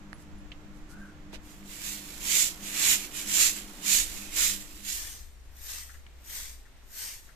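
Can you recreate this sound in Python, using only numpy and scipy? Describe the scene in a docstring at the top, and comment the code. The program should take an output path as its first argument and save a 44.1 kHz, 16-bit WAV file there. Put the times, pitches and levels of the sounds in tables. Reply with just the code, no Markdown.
"""Sweeping a room, then a courtyard.

Close to a stereo microphone, a grass broom sweeps briskly over a woven floor mat: the tips hiss, the stalks
rasp. The room is small, and a ceiling fan hums and throbs. It fades into an open courtyard, where the broom,
farther off, scratches over packed earth. Before the sweeping come a few handling taps, a footstep and one
faint, distant bird call. Low drones swell far away, and a draught puffs on the microphone."""
import sys
import numpy as np
from scipy import signal
from scipy.fft import rfft, irfft, next_fast_len
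from scipy.io import wavfile
from scipy.ndimage import uniform_filter1d, map_coordinates

SR = 44100
rng = np.random.default_rng(int(sys.argv[2]) if len(sys.argv) > 2 else 0)


def unload_wav(signal):
    """Save mono or channel-first audio to the path in sys.argv[1] as 16-bit WAV at rate SR, clipped to [-1, 1]."""
    wavfile.write(
        sys.argv[1],
        SR,
        np.round(np.clip(np.atleast_2d(signal).T, -1, 1) * 32767).astype(np.int16),
    )


N = 324165
TIME = np.arange(N) / SR

# Strokes on the mat. Each row: fastest moment, rise and fall in seconds, level and stalk rasp in dB.
MAT_STROKES = [(1.885, 0.086, 0.1, -33, -0.5), (2.385, 0.12, 0.099, -21, -1.5),
               (2.912, 0.14, 0.059, -19.5, 1), (3.435, 0.13, 0.079, -19.5, -2),
               (3.938, 0.077, 0.098, -20, -1), (4.431, 0.077, 0.11, -22, 0), (4.9, 0.057, 0.14, -31, -3)]
# Strokes on earth. Each row: fastest moment, rise and fall in seconds, level in dB.
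YARD_STROKES = [(5.005, 0.073, 0.18, -38), (5.733, 0.11, .121, -38.5), (6.367, 0.088, 0.15, -38),
                (7.032, 0.09, 0.14, -37.5)]
# Light drags between strokes. Each row: middle and length in seconds, level in dB.
MAT_DRAGS = [(1.51, 0.15, -53), (1.74, 0.12, -42), (2.1, 0.59, -44.5), (2.68, 0.12, -36), (3.02, 0.12, -35),
             (3.19, 0.12, -33), (3.57, .11, -36), (4.12, 0.43, -39), (4.61, 0.046, -41.5)]
YARD_DRAGS = [(5.58, .05, -55), (5.9, 0.2, -54), (7.27, 0.13, -59)]
# Colour of the brushing at the microphone. Each row: frequency in Hz, left and right gain in dB.
MAT_COLOUR = [(400, -31.5, -26), (730, -29.5, -33), (1385, -21.5, -21.5), (2140, -17, -10.5),
              (4000, -16, -9), (4600, -16, -12), (5780, -13.5, -9.5), (6800, -15.5, -2.5), (7250, -10, 0.5),
              (8410, -13.5, -13.5), (9200, -13.5, -14.5), (9560, -31, -10.5), (10900, -17.5, -14),
              (12800, -15.5, -13.5)]
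EARTH_COLOUR = [(400, -20.5, -20), (800, -13.5, -17), (1390, -12, -15), (1830, -2.5, -6.5),
                (2720, -9.5, -8.5), (3540, -7.5, -5), (4350, -6, -5.5), (6360, -3, -1), (7400, -4.5, -1.5),
                (8700, 2, -21), (9600, -9.5, -7.5), (10850, -9, -15.5), (13050, 0, -4.5),
                (14900, -16, -15.5)]
# Dry handling taps and the thud of a footstep. Each row: start in seconds, relative peak in dB, centre in Hz,
# width in octaves, # seconds to fall 60 dB, left over right in dB.
TAPS_AND_THUD = [(.1305, -27.5, 1310, 1.34, 0.0057, -13.5), (.518, -29, 2760, 0.61, 0.045, -6),
                 (1.331, -34, 394, 1.7, .14, 0), (1.629, -43.5, 2200, 0.55, .025, -9),
                 (6.065, -38.5, 1900, 1, 0.026, 5)]
# Bangles tink and sandals scuff the earth. Each row: start in seconds, relative peak in dB.
BANGLE_TINKS = [(.14, -49), (.382, -56)]
SANDAL_SCUFFS = [(5.893, -39.5), (5.941, -43.5), (6.655, -51), (7.289, -44.5)]
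# Cloth and straw, and the scuff of a footstep. Each row: middle in seconds, level in dB, half length in
# seconds, centre in Hz.
RUSTLES = [(0.212, -61, 0.032, 6960), (.775, -67.5, 0.043, 6500), (.917, -57.5, 0.024, 6800),
           (1.03, -68.5, .098, 6750), (1.347, -44.5, 0.018, 2720)]
# The room's echo. Each row: frequency in Hz, seconds to fall 60 dB.
WALL_DECAY = [(200, 0.097), (2000, 0.23), (12000, 0.15)]
# The fan's blades. Each row: time in seconds, turns made.
FAN_TURNS = [(-.25, -1), (1.96, 6), (2.34, 7), (5.17, 16)]
# The fan's rush. Each row: time in seconds, level in dB.
FAN_RUSH_LEVEL = [(1.8, -55), (2.3, -51), (3.5, -50.5), (4.6, -54)]
# Air indoors, outdoors and on the microphone. Each row: frequency in Hz, relative level in dB.
ROOM_AIR = [(60, -24.5), (110, -20), (175, -3.5), (250, -7.5), (330, -7), (420, -13), (700, -14.5),
            (1400, -16), (2000, -18.5), (3000, -23), (5000, -29), (7300, -27.5), (9000, -38.5),
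            (14400, -38.5)]
YARD_AIR = [(100, -15), (200, -13.5), (320, -14.5), (600, -18), (1200, -20), (1700, -19.5), (2500, -21),
            (4000, -24.5), (8000, -36), (14400, -49)]
DRAUGHT_RUMBLE = [(10, -1), (20, 3), (45, -3.5), (65, -10.5), (85, -14), (130, -22.5), (200, -53),
                  (400, -90)]
# Puffs of air on the microphone. Each row: middle and half length in seconds, level in dB.
PUFFS = [(.6, 1, -50.5), (2.2, 0.11, -48), (4.053, 0.13, -42), (4.467, 0.21, -42), (5.103, .2, -47),
         (6.477, 0.094, -48.5), (7.1, .25, -57)]
# Far drones. Each row: middle and half length in seconds, pitch in Hz, level in dB.
DRONES = [(.8, 1.14, 84.2, -61), (0.898, 1.4, 149.4, -60.5), (5.896, 0.94, 64.1, -53)]
# How alike left and right are. Each row: frequency in Hz, likeness from 0 to 1.
ROOM_LIKENESS = [(30, 0.58), (65, 0.62), (110, 1), (200, 1), (400, 1), (800, 0.45), (1400, 0.083),
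                 (2400, 0.23), (4000, 0.014)]
YARD_LIKENESS = [(100, 0.45), (300, 0.77), (1400, 0.35), (5000, 0)]


def mat_broom(gain_db=0.93, resting_db=-47.5, firm_db=-23, ease_db_per_s=22, drag_rasp_db=1):
    """Quick strokes close to the microphone; between them the tips never quite leave the mat."""
    strokes = [stroke_power(s, rise, fall, db) for s, rise, fall, db, _ in MAT_STROKES]
    light = drag_power(MAT_DRAGS) + amp(resting_db) ** 2 * np.interp(TIME, [1.64, 1.72], [.1, 1])
    power = sum(strokes) + light
    level_db = 10 * np.log10(power)
    # the stalks bite as a stroke begins and ease off as it follows through
    bite = sum(stroke * (rasp_db - ease_db_per_s * (TIME - s))
               for stroke, (s, *_, rasp_db) in zip(strokes, MAT_STROKES))
    pressure_db = (bite + drag_rasp_db * light) / power
    speed_db = np.maximum(level_db - firm_db, -18)
    friction = bristles(level_db, flicks_per_s=10000, scatter_db=3.5, hiss=1.33, judder_db=0.72)
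    friction = stalk_rings(friction, patchy_db=2.0)
    # slow or hard-pressed stalks rasp; a fast stroke draws a thin zing from the weave
    sound = brush(friction, MAT_COLOUR, ROOM_LIKENESS, pressure_db - 0.035 * speed_db, split_hz=2760)
    sound = lifted(sound, 0.25 * speed_db, centre_hz=6900, octaves=0.3)
    fade = np.interp(TIME, [1.4, 1.45, 4.95, 5.06], [0, 1, 1, 0])
    return fade * amp(level_db + gain_db) * sound


def yard_broom(resting_db=-68, trail_db=-22, trail_stretch=2.1, firm_db=-43, dust_db=3):
    """Slower strokes, farther off, through dust on hard earth; stray tips touch early and trail late."""
    strokes = sum(stroke_power(s, rise, fall, db)
                  + stroke_power(s, trail_stretch * rise, trail_stretch * fall, db + trail_db)
                  for s, rise, fall, db in YARD_STROKES)
    level_db = 10 * np.log10(strokes + drag_power(YARD_DRAGS) + amp(resting_db) ** 2)
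    rise_db_per_s = np.gradient(uniform_filter1d(level_db, size=4000)) * SR
    landing = np.clip(rise_db_per_s / 150, 0, 1)
    friction = bristles(level_db, flicks_per_s=12000, scatter_db=3.5, hiss=1.33, judder_db=0.73)
    friction = stalk_rings(friction, patchy_db=2.5)
    sound = brush(friction, EARTH_COLOUR, YARD_LIKENESS, -dust_db * landing, split_hz=700)
    # the tips land first with a bright, dusty hiss; the trailing drag is dull
    bright_db = 2 * dust_db * landing + 0.072 * np.minimum(level_db - firm_db, 0)
    sound = lifted(sound, bright_db, centre_hz=13600, octaves=0.18)
    return np.interp(TIME, [4.86, 4.96], [0, 1]) * amp(level_db) * sound


def stroke_power(s, rise, fall, db, ends_down_db=10):
    """One pass of the broom: it gathers speed, peaks and slows."""
    return amp(db - ends_down_db * ((TIME - s) / np.where(TIME < s, rise, fall)) ** 2) ** 2


def drag_power(rows):
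    """Light, even drags of the broom between strokes."""
    return sum(stroke_power(s, length / 2, length / 2, db) for s, length, db in rows)


def bristles(level_db, flicks_per_s, scatter_db, hiss, judder_db):
    """Straw tips catch and flick free, more of them in a harder stroke, over a smooth sliding hiss."""
    rate = flicks_per_s * amp((level_db - level_db.max()) / 4)
    caught = rng.random(N) < rate / SR
    size = amp(scatter_db * (2 * rng.random(N) - 1))
    ticks = unit(caught * size * rng.standard_normal((2, N)) / np.sqrt(rate))
    friction = unit(ticks + hiss * rng.standard_normal((2, N)))
    # whole tufts judder as the bundle drags
    return friction * amp(judder_db * (wobble(220) + wobble(45) / 2))


def stalk_rings(friction, patchy_db):
    """Ever different stalks bend and ring, so narrow bands of the brushing come and go."""
    bands = signal.stft(friction, nperseg=1024)[2]
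    patches = uniform_filter1d(rng.standard_normal(bands.shape), size=4, axis=1)
    patches = uniform_filter1d(patches, size=9, axis=2)
    return signal.istft(bands * amp(patchy_db * unit(patches)), nperseg=1024)[1][:, :N]


def brush(friction, colour, likeness, rasp_db, split_hz):
    """Fine tips give the hiss, stiffer stalks the rasp below the split."""
    wide = stereo(friction, likeness)
    sound = unit(filtered(wide, lambda hz: amp([along(colour, hz, 1), along(colour, hz, 2)])))
    rasp = filtered(sound, lambda hz: 1 / (1 + (hz / split_hz) ** 6))
    return sound + (amp(rasp_db) - 1) * rasp


def small_contacts(gain_db=-3):
    """Handling taps, a footstep's thud, tinks of bangles and scuffs of sandals."""
    taps = sum(contact(*row) for row in TAPS_AND_THUD)
    tinks = sum(contact(s, db, centre_hz=10100, octaves=.07, t60=0.12) for s, db in BANGLE_TINKS)
    scuffs = sum(contact(s, db, centre_hz=1610, octaves=0.57, t60=0.14, side_db=9.5)
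                 for s, db in SANDAL_SCUFFS)
    return amp(gain_db) * (taps + tinks + scuffs)


def contact(s, db, centre_hz, octaves, t60, side_db=0):
    """A short dry contact: a burst that dies in its own band."""
    age = np.arange(SR // 4) / SR
    lead = SR // 100  # samples for the band to ring ahead of the burst
    noise = rng.standard_normal(len(age)) + rng.standard_normal((2, len(age)))
    burst = np.pad(noise * amp(-60 * age / t60), [(0, 0), (lead, 0)])
    band = hump(np.fft.rfftfreq(SR // 2, 1 / SR), centre_hz, octaves)
    tap = irfft(rfft(burst, SR // 2) * band)
    tap = amp(db) * pan(side_db) * tap / np.abs(tap).max()
    return np.pad(tap, [(0, 0), (round(s * SR) - lead, N)])[:, :N]


def rustles(octaves=1.6, side_db=-7):
    """Cloth and straw shift softly and a foot scuffs, right of the microphone, before the work starts."""
    friction = bristles(np.zeros(N), flicks_per_s=1500, scatter_db=5, hiss=0.99, judder_db=1.0)
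    return pan(side_db) * sum(
        amp(db) * swell(s, half) * unit(filtered(friction, lambda hz: hump(hz, centre_hz, octaves)))
        for s, db, half, centre_hz in RUSTLES)


def bird(start_s=.89, length_s=0.25, pitch_hz=1400, arch_hz=140, rough_hz=95, db=-54, side_db=3):
    """One hoarse, arching call from far away, a little to the left."""
    arch = np.sin(np.pi * np.clip((TIME - start_s) / length_s, 0, 1))
    phase = 2 * np.pi * np.cumsum(pitch_hz + arch_hz * arch + rough_hz * wobble(700)) / SR
    return pan(side_db) * amp(db + 0.67 * wobble(150)) * np.sqrt(np.abs(arch)) * np.sin(phase)


def walls(sound):
    """The short answer of a small room's walls, lingering longest in the midrange."""
    hz, age, bands = signal.stft(rng.standard_normal((2, SR // 2)), SR, nperseg=256)
    decay = amp(-60 * age / along(WALL_DECAY, hz)[:, None])
    tail = signal.istft(bands * decay, SR, nperseg=256)[1]
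    return signal.fftconvolve(sound, tail / np.linalg.norm(tail[0]), axes=1)[:, :N]


def ceiling_fan(mains_hz=50.2, trough=0.22, throb_db=-51.5, steady_db=-58, flutter_rad=0.23):
    """Rushing air and mains hum: one harmonic throbs with every turn of the blades, one only wavers."""
    blown = amp(curve(FAN_RUSH_LEVEL)) * rush(ROOM_AIR, ROOM_LIKENESS) * pan(-3)
    phase = 2 * np.pi * np.cumsum(mains_hz + 0.15 * wobble(5.96)) / SR
    throb = trough + (1 - trough) * np.cos(np.pi * curve(FAN_TURNS)) ** 4

    def harmonic(order):
        return np.sqrt(2) * np.sin(order * phase + flutter_rad * wobble(30)) * amp(1.4 * wobble(7.01))

    return blown + amp(throb_db) * throb * harmonic(4) + amp(steady_db) * harmonic(6)


def yard_air(db=-62):
    """The faint, wavering hush of the open courtyard."""
    return amp(db + 1.7 * wobble(3.95)) * rush(YARD_AIR, YARD_LIKENESS)


def draught(steady_db=-51):
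    """A light draught rumbles and puffs on the microphone, indoors and out."""
    puffs = sum(amp(db) * swell(s, half) for s, half, db in PUFFS)
    flow = np.hypot(amp(steady_db), puffs) * amp(1.1 * wobble(4.3))
    return flow * rush(DRAUGHT_RUMBLE, ROOM_LIKENESS) * pan(2.4)


def drones():
    """Low drones, as of distant engines, swell and recede."""
    out = np.zeros(N)
    for s, half, pitch_hz, db in DRONES:
        phase = 2 * np.pi * np.cumsum(pitch_hz + 5 * wobble(30)) / SR
        out += np.sqrt(2) * amp(db + 1.85 * wobble(7.9)) * swell(s, half) * np.sin(phase)
    return out


def rush(spectrum, likeness):
    """Coloured stereo noise of rms 1."""
    noise = stereo(rng.standard_normal((2, N)), likeness)
    return unit(filtered(noise, lambda hz: amp(along(spectrum, hz))))


def stereo(pair, likeness):
    """Blend two unrelated signals into left and right of the given likeness."""
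    angle = lambda hz: np.arccos(np.clip(along(likeness, hz), -1, 1)) / 2
    mid, side = filtered(pair, lambda hz: np.array([np.cos(angle(hz)), np.sin(angle(hz))]))
    return np.array([mid + side, mid - side])


def pan(db):
    """Channel gains for left over right in dB."""
    return amp([[db / 2], [-db / 2]])


def lifted(sound, lift_db, centre_hz, octaves):
    """Raise or lower one band over time."""
    return sound + (amp(lift_db) - 1) * filtered(sound, lambda hz: hump(hz, centre_hz, octaves))


def filtered(sound, response):
    """Apply a gain that depends on frequency."""
    size = next_fast_len(N + SR // 2)
    return irfft(rfft(sound, size) * response(np.fft.rfftfreq(size, 1 / SR)), size)[..., :N]


def hump(hz, centre_hz, octaves):
    """A rounded band with gain 1 at its centre."""
    return 1 / (1 + (np.log2((hz + 1) / centre_hz) / octaves) ** 2) ** 2


def along(rows, hz, column=1):
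    """One column of a table, read on a log-frequency axis."""
    table = np.array(rows, float)
    return np.interp(np.log(hz + 1), np.log(table[:, 0] + 1), table[:, column])


def curve(rows):
    """One value per sample from rows of time and value."""
    return np.interp(TIME, *np.transpose(rows))


def swell(s, half):
    """A smooth rise and fall around a moment."""
    return np.exp(-((TIME - s) / half) ** 2)


def wobble(rate):
    """A smooth random curve, rate knots a second."""
    return map_coordinates(rng.standard_normal(int(N * rate / SR) + 4), [TIME * rate], mode="nearest")


def amp(db):
    """Decibels to gain."""
    return 10 ** (np.asarray(db) / 20)


def unit(x):
    """Scale to rms 1."""
    return x / np.sqrt(np.mean(x ** 2) + 1e-20)


def scene(wet_db=-17, bird_wet_db=-2, fade_start_s=4.52, fade_end_s=5.25):
    """Near sounds and a far bird between the walls; then the room fades into the courtyard."""
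    near = mat_broom() + small_contacts() + rustles()
    call = bird()
    echo = walls(amp(wet_db) * near + amp(bird_wet_db) * call)
    far_broom = yard_broom()
    outdoors = np.interp(TIME, [fade_start_s, fade_end_s], [0, 1])
    air = (1 - outdoors) * ceiling_fan() + outdoors * yard_air()
    return near + call + echo + far_broom + air + draught() + drones()


def record(dry, top_hz=14400, edge_hz=200):
    """The recorder keeps nothing above its band limit."""
    return filtered(dry, lambda hz: np.clip((top_hz - hz) / edge_hz + .5, 0, 1))


dry = scene()
out = record(dry)
unload_wav(out)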